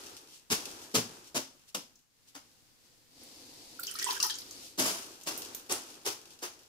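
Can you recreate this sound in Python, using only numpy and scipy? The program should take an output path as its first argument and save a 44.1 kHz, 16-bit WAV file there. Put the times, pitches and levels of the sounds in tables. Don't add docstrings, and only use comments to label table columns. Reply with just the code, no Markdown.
import sys
import numpy as np
from scipy import signal
from scipy.fft import rfft, irfft, next_fast_len
from scipy.io import wavfile

SR = 44100
rng = np.random.default_rng(int(sys.argv[2]) if len(sys.argv) > 2 else 0)


def generate_wav(signal):
    frames = np.transpose(np.atleast_2d(signal))
    scaled = np.clip(frames, -1, 1) * 32767
    pcm = np.round(scaled).astype(np.int16)
    wavfile.write(sys.argv[1], SR, pcm)


N = 294588
TIME = np.arange(N) / SR

# landing, flight, hold and fade (t60) in
# seconds, relative spatter and thud levels in dB, thud pitch in Hz, relative hiss level in dB.
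FLICKS = [(0.496, .15, 0.0039, .16, -26, -35, 209, -46), (0.938, 0.1, 0.025, 0.15, -27, -32.5, 223.6, -50),
          (1.344, 0.067, 0.013, 0.15, -31, -37, 292, -62),
          (1.743, 0.05, 0.0047, 0.13, -32.5, -43, 262, -69),
          (2.346, .055, 0.01, 0.12, -47.5, -55, 280, -72), (4.773, 0.13, 0.026, 0.43, -31, -37, 287, -48),
          (4.834, 0.16, 0.029, 0.48, -36, -45, 320, -55),
          (5.256, 0.12, 0.022, 0.22, -36.5, -46.5, 315, -46.5),
          (5.687, 0.12, 0.022, 0.24, -34.5, -42, 368, -51),
          (6.046, 0.14, 0.0082, 0.19, -32, -40, 393, -56.5),
          (6.416, 0.093, 0.015, 0.18, -39, -46.5, 354, -60)]


def flicks(heavy_fade_share=0.76, clump_db=2.0, typical_flight_s=0.098, typical_fade_s=0.19):
    # multiple of the thud pitch, gain in dB.
    thud = [(.06, -47), (.17, -50), (.45, -12.5), (.7, -5.5), (1, 6.5), (1.35, -4), (1.65, -8.5), (2.1, 0),
            (3, -23.5), (8, -36.5)]
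    # frequency in Hz, gain in dB.
    boom = [(40, -46.5), (85, -12.5), (122, 3.5), (150, -7.5), (220, -27), (600, -65)]
    slap = [(200, -36), (550, -0.5), (900, 8), (1400, 8.5), (2200, -4), (4000, -48), (9000, -51)]
    spatter = [(900, -32), (2000, -7.5), (3000, 0.5), (4000, -2.5), (5300, 2.5), (6500, -0.5), (8000, -6.5),
               (11000, -29.5), (16000, -2)]
    fizz = [(3000, -17.5), (6000, 2.5), (8000, 0), (11000, 1), (13500, -2), (16000, -10)]
    out, t = np.zeros((2, N)), np.arange(SR * 3 // 4) / SR
    heaviest_db = max(row[5] for row in FLICKS)
    for s, flight, hold, fade, spatter_db, thud_db, thud_hz, _ in FLICKS:
        rise = .011 * (flight / typical_flight_s) ** 1.44
        slap_db = -38 + 0.76 * strength(spatter_db, thud_db)
        fizz_db = spatter_db - 4 + 2.1 * np.log2(fade / typical_fade_s)
        boom_db = thud_db - 10 + 1.65 * (thud_db - heaviest_db)
        onset, fading_s = np.minimum(t / rise, 1) ** 1.15, np.maximum(t - rise - hold, 0)
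        big_flow = onset * amp(-60 * fading_s / (heavy_fade_share * fade))
        small_flow = onset * amp(-60 * fading_s / fade)
        knots = t[::256]
        clumps = amp(clump_db * np.interp(t, knots, rng.standard_normal(len(knots))))
        big = big_flow * impacts(len(t), rate=2500, spread_db=7.5)
        small = small_flow * clumps * impacts(len(t), rate=3000, spread_db=7.0)
        big = scattered(big, count=2, wet_db=-3.5, lag=3.6, early_db=8.5)
        small = scattered(small, count=8, wet_db=4, lag=10, early_db=4.5, early_t60=0.037)
        splash = amp(thud_db) * unit(coloured(big, thud, thud_hz))
        splash += amp(boom_db) * unit(coloured(big, boom))
        for colour, db in (slap, slap_db), (spatter, spatter_db), (fizz, fizz_db):
            splash += amp(db) * unit(coloured(small, colour))
        add(out, s, amp(2.0) * splash * np.sqrt(np.mean(small_flow ** 2)))
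    return out


def strength(spatter_db, thud_db, typical_db=-33):
    return (spatter_db + thud_db) / 2 - typical_db


def bucket(hollow_hz=390, width_hz=20, pan_db=-3.0):
    # start in seconds, relative level in dB, pitch in Hz.
    bubbles = [(3.792, -29, 1418), (3.831, -17, 4430), (3.877, -19.5, 3050), (3.953, -30.5, 1280),
               (3.987, -31.5, 1450), (4.031, -21, 3370), (4.065, -25.5, 978), (4.088, -20.5, 1000),
               (4.124, -30.5, 956), (4.199, -29.5, 1146), (4.202, -19.5, 2760), (4.234, -24.5, 1002),
               (4.247, -27, 1255), (4.255, -31.5, 868), (4.299, -29, 1705), (4.3, -17.5, 3220)]
    # frequency in Hz, gain in dB.
    froth_colour = [(300, -22), (650, -29), (950, -15), (1500, 1), (2100, -9.5), (3200, 1.5), (4200, -7.5),
                    (5500, 4.5), (8000, -7), (16000, -12)]
    stir = stirring()
    gurgle = amp(-4.0) * swarm(count=260, low_hz=1132, high_hz=6500, cycles=54, spread_db=13.5)
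    crackle = amp(4) * swarm(count=150, low_hz=4040, high_hz=14800, cycles=8.1, spread_db=18)
    out = sum(heard(stir * spot, room(wet_db=2, lag=-8, early_db=5.5, early_t60=0.038))
              for spot in gurgle + crackle)
    for s, db, hz in bubbles:
        plop = np.pad(ping(hz, cycles=40.3, glide=0.0093, attack_s=0.0014), (0, SR // 4))
        add(out, s, amp(db + 2.0) * heard(plop, room(wet_db=3.5, lag=-3.5, early_db=3.5)))
    froth = stir * impacts(N, rate=650, spread_db=-1.5)
    hollow = filtered(froth, lambda f: 1j * f * width_hz / (hollow_hz ** 2 - f * f + 1j * f * width_hz))
    hiss = coloured(scattered(froth, count=4, wet_db=8, lag=-12, early_db=7), froth_colour)
    return (out + amp(13.5) * hollow + amp(6.5) * hiss) * amp([[pan_db / 2], [-pan_db / 2]])


def stirring(drain_db=-5.5, drain_t60=1):
    # peak in seconds, level in dB, half length in seconds.
    strokes = [(3.894, -46.5, 0.023), (4.098, -38, 0.07), (4.243, -43, 0.0095)]
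    lift_s, lift_db, _ = strokes[-1]
    drain = (TIME > lift_s) * amp(lift_db + drain_db - 60 * np.abs(TIME - lift_s) / drain_t60)
    return drain + sum(amp(db) * swell(s, half_length) for s, db, half_length in strokes)


def swarm(count, low_hz, high_hz, cycles, spread_db, spots=4, start_s=3.78, end_s=6.1):
    out, span_s = np.zeros((spots, N)), end_s - start_s
    for k, (when, pitch, force) in enumerate(rng.random((count, 3))):
        hz = low_hz * (high_hz / low_hz) ** pitch
        ring = ping(hz, cycles, glide=0.07, attack_s=.5 / hz)
        add(out[k % spots], start_s + when * span_s, amp(spread_db * force ** 2) * ring)
    return unit(out) * np.sqrt(span_s * SR / N / spots)


def ping(hz, cycles, glide, attack_s):
    t60 = cycles / hz
    t = np.arange(int(1.2 * SR * t60) + 2) / SR
    tone = np.sin(2 * np.pi * hz * t * (1 + glide * t / t60))
    return tone * amp(-60 * t / t60) * (1 - np.exp(-t / attack_s))


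def drips(full_crack_hz=13500):
    # start in seconds, relative level in dB, pitch in Hz.
    drops = [(0.062, -43, 5950), (0.146, -43, 4840), (1.956, -48, 6500), (3.235, -38.5, 10800),
             (3.797, -19, 9600), (3.835, -22.5, 9900), (3.869, -24, 5360), (3.955, -29.5, 4200),
             (3.989, -20.5, 5540), (4.0263, -20, 5200), (4.202, -16.5, 5400), (4.2277, -6.5, 5600),
             (4.2454, -22, 12100), (4.298, -21, 3950), (4.387, -28, 4930), (4.51, -27.5, 6700),
             (5.235, -34, 6600), (5.377, -17.5, 10000), (5.548, -22, 10600), (5.7229, -13, 8500)]
    # frequency in Hz, gain in dB.
    snap_colour = [(200, -5), (1000, -12), (3000, -6), (5000, 1.5), (16000, -2)]
    out = np.zeros((2, N))
    for s, db, hz in drops:
        snap = np.zeros(SR // 3)
        crack = np.diff(rng.standard_normal(65)) * np.exp(-np.arange(64) / 12) / 2
        add(snap, 0, ping(hz, cycles=8.4, glide=0.0089, attack_s=0.000097))
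        add(snap, 0, (hz / full_crack_hz) ** 1.05 * crack)
        response = room(wet_db=6.0, lag=0, early_db=1.0, early_t60=0.03)
        add(out, s, amp(db + 8.0) * heard(snap / np.abs(snap).max(), response))
    return coloured(out, snap_colour)


def swish_and_hiss(body_db=-1, ticks_db=1):
    # frequency in Hz, gain in dB.
    body = [(29, -26), (50, -11), (201, -14), (237, -4.5), (345, 0), (643, -8.5), (795, -6.5), (1100, -8),
            (1510, -8.5), (2090, -15.5), (2500, -12.5), (3250, -49), (5500, -120)]
    hiss = [(1290, -18), (2200, -7.5), (2690, 3), (4000, 3), (5570, 6), (12700, -4.5), (14800, -7.5),
            (16000, -23)]
    gain = hiss_gain(s=-0.15, flight=0.12, db=-48)
    swish = np.zeros(N)
    for s, flight, _, _, spatter_db, thud_db, _, hiss_db in FLICKS:
        gain = np.hypot(gain, hiss_gain(s, flight, hiss_db))
        swish += amp(-54 + 0.25 * strength(spatter_db, thud_db)) * swell(s - flight, 0.24 * flight)
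    low = amp(body_db) * gain * grains(body, rate=3000, spread_db=3.0)
    ticks = gain * impacts(N, rate=90, spread_db=7)
    ticks = scattered(ticks, count=3, wet_db=3, lag=4, early_db=1, early_t60=0.033)
    fine = np.hypot(gain, swish) * grains(hiss, rate=4600, spread_db=0.0)
    return low + fine + amp(ticks_db) * coloured(ticks, hiss)


def hiss_gain(s, flight, db, rise_s=0.084, hold_flights=2.34, sag_db_per_s=22.5, release_db_per_s=37):
    age = np.maximum(TIME - s, 0)
    loss_db = sag_db_per_s * age + release_db_per_s * np.maximum(age - hold_flights * flight, 0)
    return np.minimum(age / rise_s, 1) * amp(db - loss_db)


def hiss_swell():
    # time in seconds, relative level in dB.
    levels = [(2.1, -78.5), (2.45, -69), (2.78, -72.5), (2.86, -67), (3.07, -71), (3.22, -56),
              (3.75, -55.5), (4.3, -58.5), (4.6, -52), (4.8, -63.5)]
    # frequency in Hz, gain in dB.
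    colour = [(35, -21), (60, -14), (124, -12.5), (172, -19.5), (287, -3), (427, -11.5), (515, -7),
              (607, -17.5), (698, -12), (1470, -21), (3340, -14.5), (4750, -8.5), (6140, -13),
              (13900, -22.5), (16000, -36)]
    level_db = np.interp(TIME, *np.transpose(levels), left=-120, right=-120)
    return amp(level_db + 2.5) * grains(colour, rate=7500, spread_db=3)


def room_tone(level_db=-66.5, lull_db=-7):
    # frequency in Hz, gain in dB.
    colour = [(12, -57), (20, 1.5), (32, -18), (150, -2.5), (187, -13.5), (248, -7.5), (285, -21),
              (1260, -17.5), (7310, -17.5), (9140, -21), (16000, -23)]
    air = diffuse(rng.standard_normal((2, N))) + 3.4 * rng.standard_normal((2, N))
    return amp(level_db + lull_db * swell(s=2.08, half_length=0.087)) * unit(coloured(air, colour))


def room(wet_db, lag, early_db, early_t60=0.07):
    # frequency in Hz, t60 in seconds.
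    decay = [(120, 0.52), (400, 0.43), (1200, 0.25), (5000, 0.33), (14000, 0.23)]
    size = SR // 3
    hz, frame_s, spectra = signal.stft(rng.standard_normal((2, size)), SR, nperseg=256)
    spectra *= amp(-60 * frame_s / along(decay, hz)[:, None])
    tail = signal.istft(spectra, SR, nperseg=256)[1][:, :size]
    t = np.arange(size) / SR
    walls = rng.standard_normal((2, size)) ** 3 * amp(-60 * t / early_t60)
    echo = diffuse((unit(tail) + amp(early_db) * unit(walls)) * (t > .001))
    response = amp(wet_db) * unit(echo) / np.sqrt(size)
    response[0, max(-round(lag), 0)] += 1
    response[1, max(round(lag), 0)] += 1
    return response / np.sqrt(np.sum(response ** 2) / 2)


def heard(x, response):
    return signal.oaconvolve(x[None], response, axes=1)[:, :len(x)]


def diffuse(pair, spacing_m=0.17):
    turn = lambda hz: np.arccos(np.sinc(2 * hz * spacing_m / 343)) / 2
    mid, side = filtered(pair, lambda hz: np.array([np.cos(turn(hz)), np.sin(turn(hz))]))
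    return np.array([mid + side, mid - side])


def impacts(size, rate, spread_db):
    force = amp(spread_db * np.clip(rng.standard_normal(size), -2, 2)) * rng.choice([-1, 1], size)
    return unit(force * (rng.random(size) < rate / SR))


def scattered(hits, count, **acoustics):
    spot = rng.integers(0, count, len(hits))
    return sum(heard(hits * (spot == k), room(**acoustics)) for k in range(count))


def grains(colour, rate, spread_db):
    pair = np.array([impacts(N, rate, spread_db) for _ in range(2)])
    return unit(coloured(diffuse(pair), colour))


def swell(s, half_length):
    return np.exp(-((TIME - s) / half_length) ** 2 / 2)


def amp(db):
    return 10 ** (np.asarray(db) / 20)


def unit(x):
    return x / np.sqrt(np.mean(x ** 2) + 1e-20)


def along(points, hz):
    f, values = np.transpose(points)
    return np.interp(np.log(hz + 1e-6), np.log(f), values)


def add(track, s, sound):
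    part = track[..., max(round(s * SR), 0):][..., :sound.shape[-1]]
    part += sound[..., :part.shape[-1]]


def filtered(x, response):
    size = next_fast_len(x.shape[-1] + SR // 8, True)
    return irfft(rfft(x, size) * response(np.fft.rfftfreq(size, 1 / SR)), size)[..., :x.shape[-1]]


def coloured(x, points, scale=1, size=4096):
    cepstrum = irfft(np.log(amp(along(points, np.fft.rfftfreq(size, 1 / SR) / scale))))
    cepstrum[1:size // 2] *= 2
    cepstrum[size // 2 + 1:] = 0
    return signal.oaconvolve(x, irfft(np.exp(rfft(cepstrum)))[None], axes=1)[:, :x.shape[-1]]


def scene():
    background = room_tone()
    return flicks() + swish_and_hiss() + hiss_swell() + bucket() + drips() + background


def record(dry, top_hz=15550):
    # frequency in Hz, left minus right in dB.
    balance = [(60, 1.5), (250, 3.5), (900, 0), (2000, 0.5), (3300, 0.5), (5000, 7.5), (7000, 2.5),
               (9500, -8.5), (13000, -8)]

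    def microphones(hz):
        gains = amp(np.outer([.5, -.5], along(balance, hz)))
        band = 1 / np.sqrt(1 + (hz / top_hz) ** 260)
        return band * gains / np.sqrt(np.mean(gains ** 2, axis=0))
    return filtered(dry, microphones)


dry = scene()
out = record(dry)
generate_wav(out)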